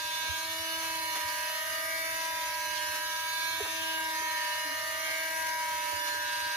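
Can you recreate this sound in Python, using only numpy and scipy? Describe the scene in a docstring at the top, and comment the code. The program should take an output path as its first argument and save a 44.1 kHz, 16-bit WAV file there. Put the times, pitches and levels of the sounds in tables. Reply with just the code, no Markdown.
"""On a pool, a toy foam boat goes in circles, pushed by two small electric motors with air propellers.
The motors whine about 20 turns a second apart, so their tones beat against each other.
As the boat swings round, each overtone sweeps past like the beam of a lighthouse.
Blades and motor brushes hiss, and the foam hull rings along. Behind it all lies a low rumble
with soft thumps, and the water gives a few splashes and plops."""
import sys
import numpy as np
from scipy import signal
from scipy.fft import rfft, irfft
from scipy.io import wavfile

SR = 44100
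rng = np.random.default_rng(int(sys.argv[2]) if len(sys.argv) > 2 else 0)


def bounce(signal):
    """Save signal as a 16-bit WAV file at the path given by the first command-line argument."""
    frames = np.transpose(np.atleast_2d(signal))
    limited = np.clip(frames, -1, 1)
    pcm = np.round(limited * 32767).astype(np.int16)
    wavfile.write(sys.argv[1], SR, pcm)


N = 289296
T = np.arange(N) / SR
HZ = np.fft.rfftfreq(N, 1 / SR)


def gain_of(db):
    """Turns decibels into a number to multiply a sound by."""
    return 10 ** (np.asarray(db) / 20)


def evened(x):
    """Scales a signal so that its average size (rms) is 1."""
    return x / np.sqrt(np.mean(abs(x) ** 2) + 1e-20)


def at_hz(rows, hz):
    """Looks up a table by frequency, sliding between rows on a scale of octaves."""
    f, value = np.transpose(rows)
    return np.interp(np.log(hz + 1), np.log(f + 1), value)


def at_time(rows, t):
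    """Looks up a table by time, sliding between rows."""
    return np.interp(t, *np.transpose(rows))


def pan(balance_db):
    """Left and right gains; a positive balance is louder on the left."""
    return gain_of([[balance_db / 2], [-balance_db / 2]])


def colour(x, spectrum):
    """Turns each frequency up or down as a table says."""
    return irfft(rfft(x) * gain_of(at_hz(spectrum, HZ)), N)


def wander(rate_hz):
    """A smooth random wobble, up to about the given rate."""
    return evened(irfft(rfft(rng.standard_normal(N)) / (1 + (HZ / rate_hz) ** 4), N))


# How alike left and right are: f/Hz, likeness (1 = the same)
LIKENESS = [(40, .3), (90, 0.77), (300, 0.54), (900, 0.68), (2000, 0.43), (4000, 0.039), (10000, 0.01)]

def noise(spectrum):
    """Stereo noise, partly alike on both sides in the bass and unrelated in the treble."""
    left, other = rfft(rng.standard_normal((2, N)))
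    alike = at_hz(LIKENESS, HZ)
    right = alike * left + np.sqrt(1 - alike ** 2) * other
    return evened(irfft(np.array([left, right]) * gain_of(at_hz(spectrum, HZ)), N))


# Where the boat points: t/s, heading/laps
HEADING = [(0, 0), (3.13, 1), (6.33, 2), (6.56, 2)]

def facing(t, crest):
    """1 when the boat points at the heading `crest`, -1 half a lap later."""
    return np.cos(2 * np.pi * (at_time(HEADING, t) - crest))


def echoes(heading, swings_per_lap, paths=10):
    """Echoes off water and walls add up and cancel as the boat turns."""
    rates = rng.standard_normal((2, paths, 1)) * swings_per_lap
    starts = rng.random((2, paths, 1))
    return evened(np.exp(2j * np.pi * (rates * heading + starts)).sum(1))


def flutter(t, rate_hz):
    """Uneven air at the blades quickly shakes a tone's level and phase."""
    hz = np.fft.fftfreq(len(t), t[1])
    shake = rng.standard_normal((2, len(t), 2)) @ [1, 1j]
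    return evened(np.fft.ifft(np.fft.fft(shake) / (1 + (hz / rate_hz) ** 2)))


def sweep(beams, harmonic, heading, gap_db=-14, fill_db=0.78):
    """A harmonic swells as its beams swing past; echoes fill the gaps more for higher ones."""
    power = gain_of(gap_db + fill_db * harmonic) ** 2
    for _, crest, width, db, balance_db in beams:
        away = (heading - crest + .5) % 1 - .5
        power = power + (gain_of(db) * pan(balance_db)) ** 2 * np.exp(-(away / width) ** 2)
    return np.sqrt(power)


def shaft(speed_hz, jitter, sway):
    """Counts a shaft's turns; its loose bearing adds quick jitter and slower sway."""
    return np.cumsum(speed_hz) / SR + jitter * wander(100) + sway * wander(23)


# How far the sound at the right microphone is ahead of the left: f/Hz, phase/radians
RIGHT_LEAD = [(320, 0.09), (630, 0.65), (970, 0.68), (1220, 1.5), (1615, 1.58), (1830, 1.3), (2200, 0.61),
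              (2900, 1.18), (3550, 2.03), (4200, 1.43)]

def whine(turns, speed_hz, levels_db, beams, count, top_db, octave_db, scatter, rough, flutter_hz,
          balance_db, growth_db_per_s=0.48, ripple=0.042, rasp_db=0.5):
    """One motor's harmonics: tones at 1, 2, 3... times its speed that swell and fade as the boat turns."""
    t = T[::128]  # loudness needs fewer time steps than the wave
    heading = at_time(HEADING, t)
    spin = np.exp(2j * np.pi * turns)
    tone, out = np.ones(N, complex), np.zeros((2, N))
    listed = len(levels_db)
    for k in range(1, count + 1):
        tone = tone * spin  # step up to harmonic k
        db = levels_db[k - 1] if k <= listed else top_db + octave_db * np.log2(k / listed)
        if k in (3, 5, 6, 7):  # the main whine slowly grows
            db = db + growth_db_per_s * (t - t.mean())
        echo = echoes(heading, 2.501 + .35 * k)
        own_beams = [beam for beam in beams if beam[0] == k]
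        if own_beams:
            gain = sweep(own_beams, k, heading)
            # echoes shift the phase, most for high harmonics and between beams
            twist = scatter * (k - 1) * echoes(heading, 2.211).real / (.5 + gain)
            gain = gain * np.exp(1j * twist) * evened(1 + ripple * (k - 1) * echo)
        else:
            direct = 1.73 * np.exp(-k / 9)
            gain = evened(direct + echo) * pan(balance_db)
            if k > 8:  # the rasp is strongest with the propellers face on
                db = db + rasp_db * facing(t, 0.02)
        fuzz = min(rough * k, .8)
        gain = gain * (1 + fuzz * flutter(t, flutter_hz))
        phase = 2 * np.pi * rng.random() + at_hz(RIGHT_LEAD, k * speed_hz) * np.array([[0], [1]])
        gain = gain * np.exp(1j * phase) * np.sqrt(2) * gain_of(db)
        out += [(np.interp(T, t, side) * tone).real for side in gain]
    return out


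# How fast each motor spins: t/s, f/Hz
FAST_SPIN = [(0.0, 321.8), (0.24, 322.1), (0.88, 325.0), (1.12, 322.6), (1.36, 323.8), (1.44, 323.2),
             (2.24, 325.1), (2.96, 322.7), (3.04, 325.6), (3.12, 323.5), (3.52, 325.5), (4.0, 321.0),
             (4.56, 322.7), (4.96, 320.6), (5.6, 322.7), (5.68, 321.3), (6.24, 322.6), (6.56, 321)]
SLOW_SPIN = [(0.0, 301.7), (0.16, 305), (1.52, 304.3), (1.6, 307.8), (2.4, 302.3), (2.72, 305.2),
             (2.8, 304), (3.12, 305.4), (3.28, 302.7), (3.44, 305), (3.84, 303.4), (4.32, 306.2),
             (4.48, 301.7), (4.64, 304.4), (5.12, 302.2), (5.76, 301.3), (6.08, 296.1), (6.56, 301)]
# Base strength of harmonics 1, 2, 3...: level/dB
FAST_HARMONICS = [-59.5, -49.5, -39.5, -52.5, -41, -46.5, -47, -51, -46, -52.5, -48.5, -50.5, -49.5, -53.5,
                  -53.5, -58, -56, -59, -59, -56]
SLOW_HARMONICS = [-68, -52, -60.5, -53, -52.5, -45.5, -50.5, -57, -55, -61.5, -68, -57.5, -58, -61, -66,
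                  -60.5, -66.5, -69, -57, -56]
# Beams of sound leaving each propeller: harmonic, heading/laps, half width/laps, boost/dB, balance/dB
FAST_PROPELLER_BEAMS = [(1, 0.25, 0.091, 7, -1.5), (1, 0.665, .09, -1.5, -2), (1, 0.916, 0.068, -3, -3),
                        (2, 0.22, .09, 2, 1.5), (2, .62, .115, 5, -3.5), (3, 0.062, 0.088, -0.4, 6.5),
                        (3, 0.36, 0.11, 2.5, 1.5), (3, 0.76, 0.064, -1, 10.5), (3, 0.85, 0.096, -3, -15),
                        (5, 0.098, 0.038, 3, -4.5), (5, .26, 0.048, 2.5, 4.5), (5, 0.42, 0.066, -3.5, -9.5),
                        (5, 0.67, .13, 0, 7.5), (5, 0.96, 0.09, 1.5, -4.5), (6, 0.59, 0.19, 0.5, 1.5),
                        (7, .12, 0.087, -2.5, -11.5), (7, 0.35, 0.097, -2, -6),
                        (7, 0.644, 0.041, 5.5, -3.5), (7, .79, 0.068, 0.5, -4), (9, 0.024, 0.056, -5, -9),
                        (9, 0.22, 0.055, -0.5, -10), (9, 0.44, 0.17, -3, -12.5), (9, .9, 0.054, -2.5, -5.5),
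                        (11, 0.1, 0.11, 1, -10), (11, 0.25, 0.087, -5.5, 12.5), (12, 0.063, 0.086, 2, -4),
                        (12, .28, .08, -2, 0), (13, 0.099, 0.088, 0.5, -4), (13, 0.37, .17, -4, -12),
                        (13, 0.93, 0.03, 2.5, 6)]
SLOW_PROPELLER_BEAMS = [(2, 0.47, 0.13, 2, 4.5), (2, 0.888, 0.13, 3.5, -0.5), (4, 0.16, 0.19, -3.5, -11.5),
                        (4, 0.41, .085, 0, 9), (4, .57, 0.063, 7, -3), (6, 0.18, 0.035, -2, 13),
                        (6, 0.363, .043, 3, -8), (6, 0.49, 0.15, 3, 3.5), (6, 0.93, 0.077, -0.5, -6.5),
                        (7, 0.4, 0.19, -1.5, -11), (7, .622, 0.033, 2.5, -10), (7, .752, .15, -0.5, -10)]

def motors():
    """Two motors beat and waver as the boat rocks. Gives their sound and the faster one's turns."""
    fast_hz = at_time(FAST_SPIN, T) + 0.2002 * wander(3.9)
    slow_hz = at_time(SLOW_SPIN, T) + 0.352 * wander(3.9)
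    fast_turns = shaft(fast_hz, jitter=0.001, sway=0.0049)
    slow_turns = shaft(slow_hz, jitter=0.0024, sway=0.0092)
    fast = whine(fast_turns, fast_hz.mean(), FAST_HARMONICS, FAST_PROPELLER_BEAMS, count=46, top_db=-60,
                 octave_db=-3.5, scatter=0.21, rough=0.047, flutter_hz=30, balance_db=-2.5)
    slow = whine(slow_turns, slow_hz.mean(), SLOW_HARMONICS, SLOW_PROPELLER_BEAMS, count=22, top_db=-66,
                 octave_db=-8, scatter=0.2, rough=0.055, flutter_hz=24.4, balance_db=-3.5)
    return fast + slow, fast_turns


# Tone colour of the rushing air: f/Hz, relative level/dB
AIR_COLOUR = [(150, -29), (450, -19), (620, -5.5), (730, -22), (810, -19), (880, -6.5), (980, -6),
              (1280, -2), (1420, -8.5), (1600, -9), (1730, -6), (2400, -0.5), (3400, -3.5), (6500, -2),
              (9000, -7), (16000, -14.5)]

def air(turns, level_db=-43, chop=0.2, flicker_db=2.13):
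    """Swirling air rushes off the blades, chopped twice a turn as they pass."""
    blade_pulse = 1 + chop * np.cos(4 * np.pi * turns)
    white = noise([(20, 0), (20000, 0)])
    rush = evened(colour(white * blade_pulse, AIR_COLOUR))
    return gain_of(level_db + flicker_db * wander(48)) * rush * pan(-2)


# The notes at which the foam rings: f/Hz, width/Hz, base level/dB
HULL_NOTES = [(1054, 40, -67), (1572, 21, -53.5), (1874, 73, -52), (2226, 91, -53)]

def hull(random_swell_db=2, lap_swell_db=2.5):
    """The rattling motors keep the foam ringing; it swells once a lap and a little by chance."""
    out = np.zeros((2, N))
    for hz, width, db in HULL_NOTES:
        rattle = rfft(rng.standard_normal((2, N)))
        ring = irfft(rattle / (1 + (2 * (HZ - hz) / width) ** 2), N)
        out += gain_of(db) * evened(ring * gain_of(random_swell_db * wander(1.5)))
    return out * pan(-4.5) * evened(gain_of(lap_swell_db * facing(T, 0.63)))


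# Tone colour of the brushes' fizz: f/Hz, relative level/dB
BRUSH_COLOUR = [(4000, -36), (8500, -14.5), (10100, -13.5), (10850, 2.5), (11700, -11), (13500, -7),
                (15500, -10.5)]
# How the fizz rises and falls: t/s, base level/dB
BRUSH_LEVEL = [(0, -47), (.15, -49), (.55, -45), (1.2, -43.5), (2.14, -42.5), (2.24, -45.5), (3.2, -45),
               (4.5, -46), (5.41, -43.5), (5.5, -47.5), (6.05, -45.5), (6.3, -51), (6.56, -51)]

def brushes(turns, boost_db=2.6, pulsing=.2):
    """Brushes scrape the motor's spinning contacts, harder once in each turn."""
    pressure = 1 + pulsing * np.cos(2 * np.pi * turns)
    scrape = evened(noise(BRUSH_COLOUR) * pressure)
    return gain_of(at_time(BRUSH_LEVEL, T) + boost_db) * scrape * pan(-2)


# Tone colour of the background: f/Hz, relative level/dB
RUMBLE_COLOUR = [(20, -18), (55, -11), (87, 3.5), (115, -6), (160, -10.5), (250, -12), (500, -14),
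                 (1200, -26)]

def rumble(level_db=-61, swell_db=2):
    """The surroundings murmur, low and uneven."""
    return gain_of(level_db + swell_db * wander(8.7)) * noise(RUMBLE_COLOUR)


# Slaps of water: loudest t/s, half length/s, middle f/Hz, spread/octaves, level/dB, balance/dB
WATER_SLAPS = [(0.257, 0.031, 380, 1.3, -57, -15), (.85, 0.026, 2000, 1.5, -39, -3),
               (1.168, 0.014, 1400, 1.9, -34, -1), (1.501, 0.0048, 900, .6, -48, 4),
               (2.221, 0.016, 4540, .6, -49, 0), (2.771, 0.018, 3800, 0.65, -39, -5),
               (2.96, .022, 2200, 1.85, -39, 4), (3.606, 0.0052, 650, 0.24, -43, -4.5),
               (3.665, 0.017, 800, 0.97, -43.5, -2), (5.099, 0.026, 700, .5, -50, 0),
               (5.931, 0.0042, 650, .7, -43.5, -16), (6.086, 0.0058, 2000, 1.6, -37.5, -2)]

def splashes():
    """Water slaps and sprays in short bursts of noise."""
    out = np.zeros((2, N))
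    drops = rfft(noise([(100, -8.5), (16000, -1.5)]))
    for crest, half_length, hz, spread, db, balance_db in WATER_SLAPS:
        band = np.exp(-.5 * (np.log2((HZ + 1) / hz) / spread) ** 2)
        spray = evened(irfft(drops * band, N))
        swell = np.exp(-.5 * ((T - crest) / half_length) ** 2)
        out += gain_of(db) * spray * swell * pan(balance_db)
    return out


def blip(start, start_hz, end_hz, length, db, balance_db, rise):
    """A short tone that can glide; it peaks after the share `rise` of its length, then dies away."""
    age = np.maximum(T - start, 0) / length
    hz = start_hz + (end_hz - start_hz) * np.minimum(age, 1)
    swell = (age / rise * np.exp(1 - age / rise)) ** 2
    tone = np.sin(2 * np.pi * np.cumsum(hz * (age > 0)) / SR)
    return gain_of(db) * swell * tone * pan(balance_db)


# Thumps in the background: t/s, f/Hz, length/s, peak level/dB, balance/dB
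SOFT_THUMPS = [(0.288, 80.6, 0.076, -44, -23), (0.589, 84.4, 0.077, -50, 0), (1.244, 90, .06, -51, 0),
               (3.619, 80.5, 0.059, -46, -1), (5.928, 86.6, 0.092, -50, -12)]

def thumps():
    """Each soft thump is a brief, low tone of steady pitch."""
    return sum(blip(start, hz, hz, length, db, balance_db, rise=0.21)
               for start, hz, length, db, balance_db in SOFT_THUMPS)


# Air trapped in the water: t/s, start f/Hz, end f/Hz, length/s, peak level/dB, balance/dB
AIR_POCKETS = [(3.602, 445, 365, .036, -31.5, -3), (3.661, 405, 430, .026, -47.5, -2),
               (4.213, 385, 420, .026, -50, -2), (4.64, 320, 255, .09, -49, -7),
               (4.70, 270, 335, .08, -50, -7), (6.137, 405, 450, .03, -51.5, -3)]

def plops():
    """Each pocket of air rings for a moment, sliding up or down in pitch."""
    return sum(blip(*pocket, rise=0.25) for pocket in AIR_POCKETS)


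def scene():
    """The circling boat, with the water and the background around it."""
    whining, fast_turns = motors()
    boat = whining + air(fast_turns) + hull() + brushes(fast_turns)
    return boat + splashes() + rumble() + thumps() + plops()


# A dip in the microphones' treble: f/Hz, gain/dB
MIC_DIP = [(6500, -0.5), (7050, -1.5), (7400, -9), (8200, -7.5), (8700, -4), (9500, -1)]

def record(dry, cutoff_hz=15500):
    """The microphones soften one band of treble, then the very highest sounds are cut off."""
    heard = colour(dry, MIC_DIP)
    low_pass = signal.firwin(511, cutoff_hz, window=("kaiser", 9), fs=SR)
    return signal.oaconvolve(heard, low_pass[None], "same")


dry = scene()
out = record(dry)
bounce(out)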